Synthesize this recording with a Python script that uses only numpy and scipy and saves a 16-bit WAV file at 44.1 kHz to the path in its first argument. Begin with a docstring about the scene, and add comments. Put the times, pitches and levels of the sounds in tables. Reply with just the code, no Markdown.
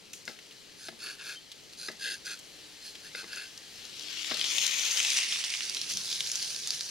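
"""Open air and a faint sizzle come first, then ticks and a knock: a knife at work on a board at an outdoor camp.
A serrated blade saws through food for a baguette; slips of its teeth ring the blade, blows ring the wooden board.
Sausages fry nearby: the sizzle swells on the left, then leans to the right. It is made of random impulses
for bursting fat bubbles plus their scatter, with single loud spits as short ringing snaps."""
import sys
import numpy as np
from scipy import signal
from scipy.fft import rfft, irfft, next_fast_len
from scipy.io import wavfile
from scipy.ndimage import uniform_filter1d, map_coordinates

SR = 44100
rng = np.random.default_rng(int(sys.argv[2]) if len(sys.argv) > 2 else 0)


def unload_audio(sound):
    """Save the sound as a 16-bit wav file, at the path given as the first command line argument."""
    columns = np.transpose(np.atleast_2d(sound))
    # keep every value between -1 and 1, then stretch to whole-number steps
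    steps = np.round(np.clip(columns, -1, 1) * 32767)
    wavfile.write(sys.argv[1], SR, steps.astype(np.int16))


N = 304290

# open-air colour: (frequency [Hz], relative level [dB])
AIR_COLOUR = [(15, -60), (25, -35), (60, -14), (157, -4), (231, -6.5), (297, -3.5), (329, -4.5), (431, -3),
              (679, -15.5), (790, -17), (967, -19), (1400, -15), (1820, -49), (3080, -120)]
# swells of a faint hum: (start [s], length [s], peak level [dB])
HUM_SWELLS = [(2.4, 0.48, -62.5), (3.795, 0.99, -62.5)]
# the frying pan as it comes near: (time [s], sizzle level before the ports [dB], left over right [dB])
PAN_PATH = [(0, -55, 1), (.35, -53, 1.5), (1.5, -53.5, -0.5), (2.6, -50.5, 0), (3.65, -49.5, 0.5),
            (3.98, -43.5, 5), (4.1, -40.5, 8), (4.3, -36, 7.5), (4.48, -32.5, 2), (4.56, -29.5, 7),
            (4.68, -30.5, 7.5), (4.77, -30.5, 4.5), (5.18, -28.5, -3.5), (5.28, -31.5, -5.5),
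            (5.55, -35, -9.5), (5.68, -36.5, -9), (5.87, -38.5, -8), (5.95, -35.5, -5.5), (6.45, -34.5, -7),
            (6.61, -38.5, -7), (6.72, -36.5, -6.5), (6.9, -39.5, -6)]
# sizzle colours from each side of the pan: (frequency [Hz], relative level [dB])
DISTANT = [(530, -13.5), (900, -13), (967, -16), (1050, -17), (1450, -14.5), (1690, -8.5), (2600, -6.5),
           (3070, -3), (3670, -6), (4080, -1.5), (11000, -18), (15500, -23.5)]
ENTERING = [(410, -31), (700, -19), (955, -24), (1240, -17), (1450, -17), (1670, -16.5), (3230, -4),
            (5360, -6), (8210, -17.5), (12600, -26), (15500, -31)]
BESIDE = [(290, -55), (500, -21), (686, -28), (781, -23.5), (1650, -17.5), (2100, -8.5), (2840, -5),
          (3380, -3), (4700, -9), (6550, -2.5), (8000, -17), (9650, -17), (11100, -24.5), (13600, -21),
          (15500, -29)]
PASSING = [(290, -51), (500, -33), (648, -26.5), (716, -23), (1030, -24.5), (1410, -18.5), (1490, -17.5),
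           (2070, -5.5), (2760, -2.5), (4700, -6), (5670, -3.5), (7340, -11.5), (9790, -13.5),
           (11500, -27.5), (15500, -28)]
FINAL = [(350, -36), (600, -24.5), (890, -24.5), (1120, -26), (1470, -21), (1600, -15), (1830, -18),
         (2950, -9), (3710, -8), (4030, -4.5), (5900, -4), (8290, -17), (10000, -14), (11500, -24),
         (15500, -29)]
# crossfade points: distant until; entering, beside, passing (each from, to); final from: (time [s])
PAN_TURNS = [3.75, 4.12, 4.42, 4.56, 4.9, 5.15, 5.55, 6.0]
# short surges and one slight dip of the sizzle: (start [s], length [s], level change [dB])
SIZZLE_SURGES = [(4.223, 0.033, -2), (5.164, 0.026, 3), (5.816, .03, 2.5), (5.894, 0.031, 6.5),
                 (6.885, 0.016, 3)]
# the loudest spits of fat, before colouring: (time [s], peak level [dB], pitch [Hz])
LOUD_SPITS = [(3.5772, -25, 5000), (3.853, -26, 4600), (3.9956, -26, 4400), (4.085, -26, 3300),
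              (4.231, -21, 3400), (4.246, -19, 3000), (4.3432, -17, 4100), (4.3956, -16, 3800),
              (4.4135, -14, 3300), (4.4425, -15.5, 3200), (4.4476, -17, 3600), (4.5832, -8.5, 3700),
              (4.666, -8, 5500), (4.678, -14.5, 6000), (4.851, -14.5, 6500), (4.9115, -14, 4400),
              (4.9738, -12.5, 3700), (5.0019, -10, 2800), (5.0493, -12, 3200), (5.1035, -9.5, 5400),
              (5.1711, -12, 4600), (5.3245, -16, 3200), (5.3594, -16.5, 2800), (5.4402, -14, 3900),
              (5.448, -18.5, 4500), (5.503, -17.5, 5000), (5.5393, -15, 2900), (5.55, -17, 3000),
              (5.6073, -15.5, 2800), (5.697, -15.5, 5300), (5.7476, -16, 5500), (5.7697, -16.5, 3500),
              (5.8154, -16, 5000), (5.9375, -17, 5500), (5.9718, -13, 5200), (6.1146, -18, 4100),
              (6.1278, -14.5, 4000), (6.2064, -11.5, 3500), (6.2718, -18.5, 4800), (6.3171, -13.5, 5800),
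              (6.3562, -13.5, 5500), (6.4264, -18, 5800), (6.5472, -18.5, 4200), (6.5631, -17, 4600),
              (6.6742, -14.5, 6300), (6.7059, -11, 4800), (6.8093, -15.5, 4300)]
# shading by the camera body: (frequency [Hz], share of the left-right tilt [ratio])
BODY_SHADE = [(300, 0), (1300, 0), (2600, 0.92), (4000, 0.5), (4900, 0.4), (6000, 0.42), (9500, 0.3),
              (13000, -0.1)]
# light ticks of knife and crumbs, before the ports: (time [s], peak level [dB], pitch [Hz], tail t60 [s])
KNIFE_TICKS = [(0.133, -29.5, 6700, 0.019), (.135, -29.5, 2810, .03), (.136, -28, 6330, 0.34),
               (.254, -30.5, 6140, 0.43), (.279, -28.5, 4700, 0.28), (.389, -35, 2270, 0.02),
               (.51, -36.5, 3080, 0.066), (0.523, -39, 4500, .04), (0.885, -29.5, 3600, 0.036),
               (1.038, -34, 9300, .02), (1.069, -32, 2660, 0.037), (1.517, -28.5, 3740, 0.052),
               (1.727, -39, 5150, 0.018), (1.734, -34.5, 4430, 0.021), (1.916, -31, 4380, 0.066),
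               (2.258, -29, 4500, .025), (2.39, -34, 6500, 0.048), (2.953, -31, 3070, 0.03),
               (3.157, -29.5, 4800, .012), (3.192, -34, 3340, 0.024), (3.36, -32, 6190, 0.011)]
# blows on the board, before filtering: (time [s], peak level [dB], hard-contact boost of upper modes [dB])
BLOWS = [(0.2777, -23, 2.5), (.294, -35, -1), (.885, -28, -5), (0.924, -47, -16), (1.8845, -23, 4),
         (1.899, -36.5, -14), (3.149, -23, 5), (3.232, -40, -5), (3.241, -33, -2), (4.311, -25, -1.5),
         (4.317, -20.5, 7), (4.345, -41, -15), (4.383, -42, -13)]
# contacts as the edge settles, delays scattered for each blow: (nominal delay [s], level [dB])
CHATTER = [(0, -1), (.0026, 1.5), (.0068, -11)]
# modes of the board: (frequency [Hz], relative level [dB], t60 [s])
BOARD_MODES = [(169, -8.5, 0.21), (227, -6.5, 0.19), (356, -3, 0.047), (458, 2.5, 0.03), (640, -4, 0.052),
               (826, 0.5, 0.019), (1296, 3, 0.018), (1500, -4, 0.032), (1670, 6, 0.023), (2056, 9.5, 0.017),
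               (2700, 4.5, 0.011), (3790, 8.5, 0.0082), (5070, 6, 0.016)]
# sawing strokes, before colour and ports:
# (start [s], length [s], tooth hiss [dB], rasp of the edge on wood [dB], blade tuning [ratio])
STROKES = [(.765, .16, -45.5, -52, 1.0), (.975, 0.2, -43.5, -39.5, 1.007), (1.175, .07, -51, -44, 1.03),
           (1.213, 0.17, -43, -40.5, 0.98), (1.765, .15, -39.5, -49, 0.98), (1.98, 0.21, -37, -33.5, 0.99),
           (2.234, 0.14, -41, -40, 0.97), (2.803, .14, -45.5, -59, 1.0), (3.015, .09, -48.5, -47, 1.01),
           (3.124, .13, -44, -43.5, 0.97), (3.244, .26, -45, -40.5, 1.0)]
# resonances of the blade on the board: (nominal frequency [Hz], width [Hz], relative level [dB])
BLADE_MODES = [(396, 160, -10.5), (1478, 174, -1.5), (1682, 130, 1.5), (2120, 42, -3.5), (2674, 136, 1.5),
               (3390, 105, -1), (3770, 160, -3.5), (4418, 140, 7.5)]
# resonances of the teeth and thin edge: (nominal frequency [Hz], width [Hz], relative level [dB])
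TEETH_MODES = [(4330, 176, 4.5), (4960, 160, 7), (5250, 2260, -5.5), (6570, 290, -0.5), (7530, 160, -6.5),
               (9500, 130, -4), (9980, 430, -8), (11400, 1800, -21), (13000, 320, -12)]
# likeness of the two ports for equal direct and diffuse sound: (frequency [Hz], likeness [0 to 1])
PORT_LIKENESS = [(300, .7), (1200, .88), (2800, .72), (4300, .82), (5200, .68), (6500, .78), (8200, .5),
                 (9800, .72), (12300, .25), (14500, .65)]
# phase by which the left port leads: (frequency [Hz], lead [rad])
PORT_LEAD = [(500, 0), (2600, -.7), (4500, -.3), (7500, -1.1), (10000, -.45), (11500, .5), (14000, 2.4)]
# level difference of the ports: (frequency [Hz], left over right [dB])
PORT_TILT = [(3000, 5), (5000, 0), (6500, 7), (8300, -2.5), (9700, -5), (11300, -0.5), (13000, 1.5)]

TOP_HZ = 15827
AIR_FAR_DB, AIR_NEAR_DB = -60.5, -58.5  # centre levels before the left-right tilt, at the board and by the pan
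HUM_HZ = 305
# soft low bump (attack is a time constant), and the rumble that stays after it
BUMP_S, BUMP_DB, BUMP_ATTACK_S, BUMP_T60_S = 5.955, -49, .04, .25
RUMBLE_DB, RUMBLE_HZ = -72, 138
SURGE_EDGE_S = .005
PATCHES_FAR_DB, PATCHES_NEAR_DB = 1.2, 1.9  # rms depth of the flicker in the sizzle's colour
SPIT_WIDTH, SPIT_T60_S, SPIT_TAIL_DB = .3, .013, -3  # width as a ratio of the pitch
# lesser spits at random moments: peak over the sizzle before colouring, scattered evenly by up to the spread
SMALL_SPITS_PER_S, SMALL_SPIT_HZ = 22, 4620
SMALL_SPIT_DB, SMALL_SPIT_SPREAD_DB = 11, 2.5
# the blade sings as it leaves a cut
SQUEAK_S, SQUEAK_LENGTH_S, SQUEAK_HZ, SQUEAK_DB = 1.348, .052, 3125, -43
KNOCK_LOW_HZ = 150  # the knocks are thinned below this frequency
TEETH_PER_S, TOOTH_DROP_DB = 130, 8  # centre rate at full speed; how far the sound sinks between teeth
HISS_POWER, RASP_POWER = 1.0, 1.6  # gain grows as these powers of the blade's speed
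MODE_DRIFT, MODE_SWING_DB = .012, 1.3  # scatter of blade resonances by stroke: pitch ratio, level


def amp(db):
    """Decibels to gain."""
    return 10 ** (np.asarray(db) / 20)


def unit(x):
    """Scale to rms 1."""
    return x / np.sqrt(np.mean(x ** 2) + 1e-20)


def along(points, hz):
    """Interpolate (frequency, value) points on a log frequency axis."""
    f, v = np.transpose(points)
    return np.interp(np.log(hz + 1), np.log(f + 1), v)


def curves(rows):
    """One value per sample for each column after the time."""
    s, *cols = np.transpose(rows)
    return [np.interp(np.arange(N) / SR, s, c) for c in cols]


def wobble(rate):
    """A smooth random curve, rate knots a second."""
    knots = rng.standard_normal(int(N * rate / SR) + 4)
    return map_coordinates(knots, [np.arange(N) * rate / SR])


def arch(start, length):
    """Half a sine: from rest up to 1 and back to rest."""
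    return np.abs(np.sin(np.pi * np.clip((np.arange(N) / SR - start) / length, 0, 1)))


def filtered(x, response):
    """x times a complex response of frequency."""
    n = x.shape[-1]
    m = next_fast_len(n + SR // 10)
    return irfft(rfft(x, m) * response(np.fft.rfftfreq(m, 1 / SR)), m)[..., :n]


def resonate(x, modes):
    """x through parallel (frequency, width, level) resonances of alternating sign."""
    def response(f):
        return sum((-1) ** k * amp(db) * 1j * f * width / (hz * hz - f * f + 1j * f * width)
                   for k, (hz, width, db) in enumerate(modes))
    return filtered(x, response)


def add(track, s, sound):
    """Mix a sound in at time s."""
    part = track[..., round(s * SR):][..., :sound.shape[-1]]
    part += sound[..., :part.shape[-1]]


def grains(rate, spread_db):
    """Random tiny impulses of log-normal size, with clipped extremes, rms 1."""
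    size = amp(spread_db * np.clip(rng.standard_normal(N), -3, 3))
    struck = rng.random(N) < rate / SR
    return unit(struck * size * rng.choice([-1, 1], N))


def scatter(x, t60):
    """Diffuse answer of nearby things: noise that follows the energy of x and dies away."""
    keep = amp(-120 / (t60 * SR))  # energy decay per sample
    energy = signal.lfilter([1 - keep], [1, -keep], x ** 2)
    return np.sqrt(np.abs(energy)) * rng.standard_normal(x.shape)


def pan(x, left_db):
    """Tilt a sound to the left; a negative tilt leans right."""
    return x * amp(np.array([[.5], [-.5]]) * left_db)


def ports(direct, diffuse):
    """Two microphone ports share the direct sound, with a phase lag, and differ in the diffuse part."""
    def turn(hz):
        return np.arccos(np.clip(along(PORT_LIKENESS, hz), 0, 1)) / 2

    def lag(hz):
        return np.exp(.5j * np.outer([1, -1], along(PORT_LEAD, hz)))

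    mid = filtered(direct, lambda hz: np.cos(turn(hz)))
    side = filtered(diffuse, lambda hz: np.sin(turn(hz)))
    pair = np.array([mid + side, mid - side])
    return filtered(pair, lambda hz: pan(lag(hz), along(PORT_TILT, hz)))


def click(hz, width, t60, tail_db):
    """A snap ringing briefly at hz, then its scatter of energy tail_db: direct (peak 1) and diffuse part."""
    t = np.arange(SR // 10) / SR
    tail = amp(-60 * t / t60) * (1 - np.exp(-t / 0.001)) * rng.standard_normal((2, len(t)))
    push = amp(tail_db) * tail / np.linalg.norm(tail[0])
    push[0, 0] += 1
    ring = resonate(push, [(hz, width * hz, 0)])
    return ring / np.abs(ring[0]).max()


def outdoors():
    """Low open-air noise, a faint hum that swells twice, and one soft low bump that leaves a rumble."""
    t = np.arange(N) / SR
    noise = rng.standard_normal((2, N)) + 0.38 * rng.standard_normal(N)  # partly shared by both sides
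    air_db = np.interp(t, PAN_TURNS[:2], [AIR_FAR_DB, AIR_NEAR_DB])
    coloured = unit(filtered(noise, lambda hz: amp(along(AIR_COLOUR, hz))))
    air = coloured * amp(air_db + wobble(4.68))
    air = filtered(air, lambda hz: pan(0.92, along([(60, 1), (200, 2.0), (600, 3.6)], hz)))
    swells = sum(amp(db) * arch(start, length) for start, length, db in HUM_SWELLS)
    hum = swells * np.sin(2 * np.pi * HUM_HZ * t + 0.92 * wobble(4.46))
    rise = np.exp(np.minimum(t - BUMP_S, 0) / BUMP_ATTACK_S)
    fall = amp(BUMP_DB - 60 * np.maximum(t - BUMP_S, 0) / BUMP_T60_S)
    bump = fall * unit(resonate(noise, [(99, 21, -3.0), (141, 33, -10.0), (190, 15, 4.0)]))
    rumble = amp(RUMBLE_DB) * unit(resonate(noise, [(RUMBLE_HZ, 30, 0)]))
    return air + hum + rise * (bump + rumble)


def bubbles():
    """Bursts of many sizes: each class of bubble snaps in its own broad band, at its own moments."""
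    centres_hz = [1660, 3130, 4760, 6540, 11800]

    def burst_class(share):
        points = np.transpose([centres_hz, share])
        snaps = grains(rate=1100, spread_db=2.5)
        return filtered(snaps, lambda hz: np.sqrt(np.abs(along(points, hz))))

    return unit(sum(burst_class(share) for share in np.eye(len(centres_hz))))


def sizzle():
    """Steam bubbles burst in the fat, in flurries; their colour changes with the side of the pan."""
    flurries = amp(.9 * wobble(45))
    bursts = unit(bubbles() + .45 * grains(rate=900, spread_db=5.5)) * flurries
    direct = unit(bursts + .5 * scatter(bursts, t60=.008) + .28 * rng.standard_normal(N))
    drive = np.array([direct, 1.26 * unit(scatter(direct, t60=0.099))])
    far = .5 * drive + rng.standard_normal((2, N))  # distance blurs the single bursts

    def heard(source, colour):
        return unit(filtered(source, lambda hz: amp(along(colour, hz))))

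    entering, beside, passing, final = (heard(drive, c) for c in (ENTERING, BESIDE, PASSING, FINAL))
    sides = [heard(far, DISTANT), entering, entering, beside, beside, passing, passing, final]
    t = np.arange(N) / SR
    return sum(side * np.interp(t, PAN_TURNS, share) for side, share in zip(sides, np.eye(len(PAN_TURNS))))


def surges():
    """Short surges and one slight dip in the sizzle level, in dB."""
    t = np.arange(N) / SR
    return sum(db * np.clip(np.minimum(t - s, s + length - t) / SURGE_EDGE_S + .5, 0, 1)
               for s, length, db in SIZZLE_SURGES)


def spits(sizzle_db):
    """Drops of water explode in the fat and the pan scatters the snap; small ones follow the sizzle level."""
    out = np.zeros((2, N))
    small = []
    for place, size, pitch in rng.random((int(SMALL_SPITS_PER_S * N / SR), 3)):
        peak_db = sizzle_db[int(place * N)] + SMALL_SPIT_DB + SMALL_SPIT_SPREAD_DB * (2 * size - 1)
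        small.append((place * N / SR, peak_db, SMALL_SPIT_HZ * 2 ** (pitch - .5)))
    for s, db, hz in LOUD_SPITS + small:
        add(out, s, amp(db) * click(hz, SPIT_WIDTH, SPIT_T60_S, SPIT_TAIL_DB))
    # (frequency [Hz], gain [ratio])
    colour = [(400, .15), (2000, 1.0), (3000, 1.15), (6500, 1), (8300, .7), (10000, .85), (15000, .35)]
    return filtered(out, lambda hz: along(colour, hz))


def frying():
    """The pan swells on the left, then leans right; the camera body shades some bands of the far port."""
    level_db, left_db = curves(PAN_PATH)
    pair = ports(*(sizzle() * amp(level_db + surges()) + spits(level_db)))
    hz, s, z = signal.stft(pair, SR, nperseg=256)
    shade_db = np.outer(along(BODY_SHADE, hz), np.interp(s, np.arange(N) / SR, left_db))
    # the sizzle's colour flickers at random in narrow, short patches
    patches = uniform_filter1d(rng.standard_normal(z.shape[1:]), size=2, axis=0)
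    patches = uniform_filter1d(patches, size=22, axis=1)
    patches_db = np.interp(s, PAN_TURNS[:2], [PATCHES_FAR_DB, PATCHES_NEAR_DB]) * unit(patches)
    gain = amp([patches_db + shade_db / 2, patches_db - shade_db / 2])
    return signal.istft(z * gain, SR, nperseg=256)[1][:, :N]


def ticks():
    """Small contacts snap and scatter; the blade sings for a moment, a wavering sine, as it leaves a cut."""
    out = np.zeros((2, N))
    for s, db, hz, t60 in KNIFE_TICKS:
        add(out, s, amp(db) * click(hz, width=0.26, t60=t60, tail_db=4.5))
    phase = 2 * np.pi * SQUEAK_HZ * np.arange(N) / SR + .5 * wobble(200)
    out[0] += amp(SQUEAK_DB) * arch(SQUEAK_S, SQUEAK_LENGTH_S) * np.sin(phase)
    return pan(ports(*out), left_db=-1.5)


def knocks():
    """The blade chatters down on the board, which shudders on the table; hard contact wakes the upper modes."""
    out, t = np.zeros((2, N)), np.arange(SR // 4) / SR
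    for s, db, hard_db in BLOWS:
        contact = amp(-25.0 - 60 * t / 0.018) + amp(-33.0 - 60 * t / 0.26)  # short burst, long shudder
        push = contact * rng.standard_normal((2, len(t)))
        for (after_s, touch_db), luck in zip(CHATTER, rng.uniform(.7, 1.3, len(CHATTER))):
            add(push[0], after_s * luck, amp([touch_db]))
        signs = rng.choice([-1, 1], len(BOARD_MODES))
        wood = sum(amp(level + hard_db * (hz > 1000) - 60 * t / t60) * sign * np.sin(2 * np.pi * hz * t)
                   for (hz, level, t60), sign in zip(BOARD_MODES, signs))
        ring = signal.fftconvolve(push, wood[None], axes=1)[:, :len(t)]
        add(out, s, ring / np.abs(ring[0]).max() * amp(db))
    high_pass = signal.butter(2, KNOCK_LOW_HZ, "high", fs=SR, output="sos")
    return pan(ports(*signal.sosfilt(high_pass, out)), left_db=0)


def slips():
    """Each tooth catches and lets go in a spray of tiny slips; the faster the blade, the more teeth pass."""
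    speed = sum(arch(start, length) for start, length, *_ in STROKES)
    passed = np.cumsum(TEETH_PER_S * np.sqrt(speed) * amp(2 * wobble(90))) / SR
    pressure = amp(1.2 * wobble(45))
    return unit(grains(rate=5400, spread_db=1.0) * amp(-TOOTH_DROP_DB * (passed % 1)) * pressure)


def sawing():
    """Slips ring the teeth, and the blade's lower modes on the wood; each stroke grips a little differently."""
    out, count = np.zeros((2, N)), SR // 3
    t = np.arange(count) / SR
    grit = slips()
    drive = np.array([grit, scatter(grit, t60=0.0039)])
    # (frequency [Hz], gain [ratio])
    edge_colour = [(1200, 0.046), (2500, 0.39), (4000, 0.23)]
    body_colour = [(450, 0.54), (1050, 0.64), (1450, 0.91), (3800, 0.69), (7000, 0.37)]
    for start, length, hiss_db, rasp_db, tuning in STROKES:
        speed = np.abs(np.sin(np.pi * np.minimum(t / length, 1)))
        push = drive[:, round(start * SR):][:, :count]
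        hiss = (TEETH_MODES, edge_colour, amp(hiss_db) * speed ** HISS_POWER)
        rasp = (BLADE_MODES, body_colour, amp(rasp_db) * speed ** RASP_POWER)
        for modes, colour, gain in (hiss, rasp):
            luck = rng.standard_normal((len(modes), 2))
            gripped = [(hz * tuning * (1 + MODE_DRIFT * a), width, db + MODE_SWING_DB * b)
                       for (hz, width, db), (a, b) in zip(modes, luck)]
            ring = filtered(resonate(push, gripped), lambda hz: along(colour, hz))
            add(out, start, gain * unit(ring))
    return pan(ports(out[0], .5 * out[1]), left_db=-2.0)


def scene():
    """Open air, pan, knife and board."""
    return outdoors() + frying() + ticks() + knocks() + sawing()


def record(dry):
    """The camera keeps nothing above its band limit."""
    return filtered(dry, lambda hz: hz < TOP_HZ)


dry = scene()
out = record(dry)
unload_audio(out)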